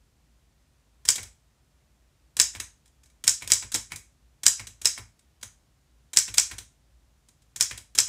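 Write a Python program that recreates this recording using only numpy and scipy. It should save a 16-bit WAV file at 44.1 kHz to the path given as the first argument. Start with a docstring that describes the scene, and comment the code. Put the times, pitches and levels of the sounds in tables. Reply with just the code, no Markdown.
"""A small quiet room: two fingers peck at an old manual typewriter, close by.
Per stroke the key lever clicks, the escapement trips, the type slaps the platen and rings the steel
frame, then the typebar drops on its rest and the desk shudders. The carriage catch clicks on key
release. One key jams with a hollow knock. A hard surface and the room answer, over faint hiss and hum."""
import sys
import numpy as np
from scipy import signal
from scipy.fft import rfft, irfft
from scipy.io import wavfile
from scipy.ndimage import uniform_filter1d

SR = 44100
rng = np.random.default_rng(int(sys.argv[2]) if len(sys.argv) > 2 else 0)


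def transcribe(signal):
    """Save signal, clipped to [-1, 1], as a 16-bit WAV file at the path in sys.argv[1]."""
    frames = np.atleast_2d(signal).T
    limited = np.clip(frames, -1, 1)
    pcm = np.round(limited * 32767).astype(np.int16)
    wavfile.write(sys.argv[1], SR, pcm)


N = 356636
T = np.arange(SR // 2) / SR  # seconds since a contact

# Letters. Each row: slap time in seconds, force in dB, body below 3 kHz in dB, sparkle above 7 kHz
# in dB, lever click gain in dB, key travel before the slap in seconds, typebar fall after it in seconds.
LETTERS = [ (1.088, -1, 0, 1.5, -23, .036, 0.092), (2.3993, .5, 2, .5, -18, 0.032, 0.15),
           (3.2778, 0, -.5, 1.5, -19.5, .0385, .143), (3.5191, 0.5, 0, 1, -21.5, .0444, .104),
           (3.743, -11.5, -5, 1, -21.5, .025, .1746), (4.4648, 1.5, 0, .5, -18.5, .0319, 0.13),
           (4.856, -0.5, -1.5, -2, -26, 0.041, 0.12), (6.1715, 1, -0.5, 0, -19, 0.039, .1077),
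           (6.3818, .5, 0.5, -0.5, -19, 0.042, 0.13), (7.609, -1, -1, -0.5, -22.5, 0.049, .101),
           (7.9867, 2, -0.5, -1.5, -20, 0.037, 0.092)]
# Carriage catch clicks. Each row: start in seconds, gain in dB, body below 3 kHz in dB.
CATCH_CLICKS = [(1.1553, -17.5, -2), (1.229, -26, -0.5), (2.599, -19.5, 1.5), (3.5, -15.5, -1),
                (3.958, -23, -7.5), (4.6695, -26, -2), (5.4283, -23, -1.5), (6.5825, -21, -1.5),
                (7.7757, -25, -1.5)]
# Fingertips brushing keys. Each row: start in seconds, gain in dB.
KEY_TOUCHES = [(2.857, -47), (2.876, -53.5), (3.0337, -46.5), (3.057, -46), (3.099, -51.5), (5.1913, -49.5),
               (5.412, -44.5), (7.2855, -42.5), (7.419, -50.5)]
# Spectra of type slap, sharp click, dull clack, rocking machine. Each row: frequency in Hz, gain in dB.
SLAP_EQ = [(40, -33), (350, -30), (800, -32.5), (1500, -20), (3000, -15), (4400, -11.5), (5100, -4),
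           (6300, -6), (7900, -2), (9000, -10.5), (12000, -22), (15500, -25)]
CLICK_EQ = [(40, -14.5), (200, -10), (500, -13), (1000, -13.5), (1700, -7), (2900, -6.5), (3550, -3.5),
            (4400, -6), (5400, -6), (6500, -1), (8100, -.5), (10000, -6), (12500, -14), (15500, -18)]
CLACK_EQ = [(60, -4), (200, -9), (500, -11.5), (800, -7), (1400, -5), (2200, 1.5), (3000, -4), (5400, -9),
            (7500, -5), (10000, -9), (12000, -18), (15500, -20)]
ROCKING_EQ = [(20, -22), (50, 1.5), (110, 2.5), (170, -8), (330, -9.5), (500, -15.5), (1200, -45.5),
              (4000, -81)]
# Steel frame and bar resonances. Each row: frequency in Hz, width in Hz, lift in dB.
FRAME_MODES = [(1005, 70, 5), (1560, 160, 3), (1830, 90, 3), (2240, 80, 5), (2410, 60, 3), (3270, 110, 4),
               (3930, 170, 5), (4865, 70, 7), (5150, 130, 3), (5385, 60, 5), (5490, 90, 4), (5890, 50, 4),
               (6843, 20, 6.5), (7105, 25, 3), (7540, 25, 4), (7738, 22, 7), (7990, 35, 3.5), (8360, 40, 3)]
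# Hollow case modes. Each row: frequency in Hz, relative level in dB, T60 in seconds.
CASE_MODES = [(232, -3, 0.21), (316, 2, 0.13), (487, -3, 0.09), (770, 0, 0.06), (900, -3.5, 0.15),
              (1093, -15, 0.047), (1300, -13, 0.14)]
# Desk modes. Each row: frequency in Hz, relative level in dB, T60 in seconds, rise in seconds.
DESK_MODES = [(55.5, 3.5, 0.37, 0.034), (84, 5, 0.28, 0.056), (100, 2, 0.2, .025), (111, 1.5, 0.31, 0.029),
              (150, -8.5, .16, 0.015), (217, -12.5, 0.25, .004), (300, -14.5, 0.053, 0.0059)]
# Spectra of hard-surface echo, room tail, room hiss. Each row: frequency in Hz, gain in dB.
ECHO_EQ = [(200, -11.5), (2000, -13), (4500, -16), (6000, -11), (7500, -4), (9000, -10), (15000, -10)]
TAIL_EQ = [(60, -4.5), (300, -1.5), (1000, -4), (2500, -7), (4600, -10), (5500, -7), (6300, -4),
           (7600, -7.5), (9000, -9), (15000, -2.5)]
HISS_EQ = [(15, -50), (25, -26), (42, -6.5), (64, -0.5), (86, -11), (150, -10), (175, -17.5), (220, -17),
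           (450, -25.5), (600, -25.5), (1100, -29), (3000, -32.5), (7500, -34), (15500, -44.5)]
# Room decay. Each row: frequency in Hz, T60 in seconds.
TAIL_DECAY = [(100, 0.19), (500, 0.225), (2000, 0.265), (7000, 0.29), (10000, .28), (15000, 0.16)]


def typing(trip_lead_s=.0092, slide_s=.015):
    """Per letter: key lever, escapement, slap, typebar return."""
    out = np.zeros(N)
    for at_s, force_db, body_db, sparkle_db, lever_db, travel_s, fall_s in LETTERS:
        add(out, at_s - travel_s, key_move(lever_db, body_db=-2.5))
        add(out, at_s - trip_lead_s, amp(force_db - 22) * escapement())
        add(out, at_s, amp(force_db + 5.5) * slap(body_db, sparkle_db))
        add(out, at_s + fall_s - slide_s, typebar_return(slide_s))
    return out


def slap(body_db, sparkle_db):
    """Type hits the platen; the roller clacks, loose bars and springs jingle."""
    blow = colour(burst(fade(.014) + amp(-21) * fade(.1)), SLAP_EQ)
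    blow = in_room(weighted(blow, body_db, sparkle_db), echo_db=2)
    roller = colour(rattle(rough_db=2) * rise(.002) * fade(.045), CLACK_EQ)
    jingle = colour(rattle(rough_db=5) * rise(.005) * fade(.22), CLICK_EQ)
    return blow + amp(body_db - 19.5) * roller + amp(-35.5) * jingle


def escapement():
    """The escapement lets go with a short rasp."""
    rasp = colour(rattle(rough_db=1.5) * rise(.0008) * fade(.14), CLICK_EQ)
    return rasp + amp(-28) * desk_shudder()


def typebar_return(slide_s, gain_db=-25.5):
    """A spring pulls the bar home, whatever the force: slide, clack, desk shudder, one bounce."""
    out = np.zeros(N)
    slide = colour(rattle(rough_db=4) * rise(.005) * fade(.1), CLACK_EQ)
    clack = colour(rattle(rough_db=3.5) * rise(.001) * fade(.066), CLACK_EQ)
    bounce = colour(rattle(rough_db=3) * fade(.042), CLICK_EQ)
    add(out, 0, amp(gain_db - 13.5) * slide)
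    add(out, slide_s, amp(gain_db) * in_room(clack) + amp(-45) * desk_shudder())
    add(out, slide_s + rng.uniform(.012, .025), amp(gain_db - 13) * bounce)
    return out


def lever_click(body_db):
    """A lever catches with a short chatter, then scrapes in its slot."""
    catch = rattle(rough_db=2.5) * rise(.0015) * fade(.038)
    scrape = rattle(rough_db=4) * amp(-24) * fade(.21)
    return amp(2) * in_room(weighted(colour(catch + scrape, CLICK_EQ), body_db))


def key_move(click_db, body_db):
    """A key going down or up clicks and nudges the desk."""
    return amp(click_db) * lever_click(body_db) + amp(-52) * desk_shudder()


def catch_and_touches():
    """The carriage catch clicks on release; brushed keys tick in their slots."""
    out = np.zeros(N)
    for at_s, gain_db, body_db in CATCH_CLICKS:
        add(out, at_s, key_move(gain_db, body_db))
    for at_s, gain_db in KEY_TOUCHES:
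        add(out, at_s, amp(gain_db) * lever_click(body_db=0))
    return out


def jam(at_s=3.746):
    """A jammed key bottoms out: its bar clatters on its neighbours, the case rings hollow."""
    out = np.zeros(N)
    ring = sum(amp(db) * fade(t60_s) * np.sin(2 * np.pi * (hz * T + rng.random()))
               for hz, db, t60_s in CASE_MODES)
    clatter = colour(rattle(rough_db=1) * rise(.0016) * fade(.063), CLICK_EQ)
    add(out, at_s, amp(-33) * rise(.0012) * ring / np.abs(ring).max())
    add(out, at_s, amp(-12) * in_room(weighted(clatter, body_db=1)) + amp(-44.5) * desk_shudder())
    return out


def steel_frame(x):
    """The frame lifts its own resonances in every contact."""
    hz = np.fft.rfftfreq(len(T), 1 / SR)
    response = 1 + sum((amp(db) - 1) * 1j * hz * width_hz / (mode_hz ** 2 - hz ** 2 + 1j * hz * width_hz)
                       for mode_hz, width_hz, db in FRAME_MODES)
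    return signal.fftconvolve(x, irfft(response)[:len(T) // 2])[:N]


def desk_shudder():
    """Low desk modes swell and decay, blurred by the loosely rocking machine."""
    rocking = unit(colour(noise(), ROCKING_EQ)) * rise(.017) * fade(.14)
    modes = np.zeros(len(T))
    for k, (hz, db, t60_s, rise_s) in enumerate(DESK_MODES):
        gain = (-1) ** k * amp(db + rng.normal(0, 1.9))
        modes += gain * rise(rise_s) * fade(t60_s) * np.sin(2 * np.pi * hz * T)
    return modes + amp(3) * rocking


def in_room(x, echo_db=-12, echo_s=.0157):
    """Direct sound, one hard-surface echo, diffuse tail."""
    hz, time_s, bands = signal.stft(noise(), SR, nperseg=256)
    decay = amp(-60 * time_s / along(TAIL_DECAY, hz)[:, None])
    tail = signal.istft(bands * decay, SR, nperseg=256)[1][:len(T)] * rise(.0065)
    # The room sums all sides of the machine, so only the broad spectrum survives.
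    radiated = np.sqrt(np.abs(uniform_filter1d(np.abs(rfft(x)) ** 2, size=300)))
    diffuse = colour(irfft(rfft(tail / np.linalg.norm(tail)) * radiated, len(T)), TAIL_EQ)
    taper = np.minimum(1, (1 - T / T[-1]) * 2) ** 2
    echo = np.pad(colour(x, ECHO_EQ), (round(echo_s * SR), 0))[:len(T)]
    return x + amp(echo_db) * echo + diffuse * taper


def room_tone(hiss_db=-65, hum_db=-68.5, hum_hz=56, width_hz=7):
    """Faint hiss and a wavering low hum."""
    hz = np.fft.rfftfreq(N, 1 / SR)
    hiss_bins, hum_bins = rfft(rng.standard_normal((2, N)))
    hiss = unit(irfft(hiss_bins * amp(along(HISS_EQ, hz)), N))
    hum = unit(irfft(hum_bins * np.exp(-((hz - hum_hz) / width_hz) ** 2), N))
    return amp(hiss_db) * hiss + amp(hum_db) * hum


def amp(db):
    return 10 ** (np.asarray(db) / 20)


def unit(x):
    return x / np.sqrt(np.mean(x ** 2) + 1e-20)


def rise(tau_s):
    return 1 - np.exp(-T / tau_s)


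def fade(t60_s):
    return np.exp(-np.log(1000) * T / t60_s)


def noise():
    return rng.standard_normal(len(T))


def rattle(rough_db):
    """Noise broken into tiny contacts of about 1 ms."""
    return unit(noise() * amp(rough_db * unit(uniform_filter1d(noise(), size=48))))


def burst(envelope):
    """Shaped noise with its broad spectrum flattened."""
    spectrum = rfft(noise() * envelope)
    power = np.abs(spectrum) ** 2
    flatten = np.sqrt(power.mean() / np.abs(uniform_filter1d(power, size=500)))
    return irfft(spectrum * flatten, len(T)) * (T < T[-1] / 2)


def along(points, hz):
    """Interpolate (Hz, value) points over log frequency."""
    points_hz, values = np.transpose(points)
    return np.interp(np.log(hz + 1), np.log(points_hz), values)


def colour(x, eq, taps=2048):
    """Minimum-phase filter from (Hz, dB) points."""
    cepstrum = irfft(np.log(amp(along(eq, np.fft.rfftfreq(taps, 1 / SR)))))
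    cepstrum[1:taps // 2] *= 2
    cepstrum[taps // 2 + 1:] = 0
    impulse = irfft(np.exp(rfft(cepstrum)))
    return signal.fftconvolve(x, impulse)[:len(x)]


def weighted(x, body_db, sparkle_db=0):
    """Heavy contacts carry more lows, sharp ones more top."""
    return colour(x, [(3000, np.clip(body_db, -15, 15)), (5300, .0027), (7000, sparkle_db)])


def add(track, at_s, sound):
    start = int(np.clip(round(at_s * SR), 0, N))
    track[start:start + len(sound)] += sound[:N - start]


def scene():
    """All contacts through the frame, over room tone; mono."""
    contacts = typing() + catch_and_touches() + jam()
    return (steel_frame(contacts) + room_tone())[None]


def record(dry, low_hz=38, top_hz=15600):
    """The hardest slaps clip; deep bass and extreme top are cut."""
    highpass = signal.butter(3, low_hz, "high", fs=SR, output="sos")
    thinned = signal.sosfilt(highpass, np.clip(dry, -1, 1))
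    hz = np.fft.rfftfreq(2 * N, 1 / SR)
    lowpass = np.clip((top_hz - hz) / 300 + .5, 0, 1)
    return irfft(rfft(thinned, 2 * N) * lowpass)[:, :N]


dry = scene()
out = record(dry)
transcribe(out)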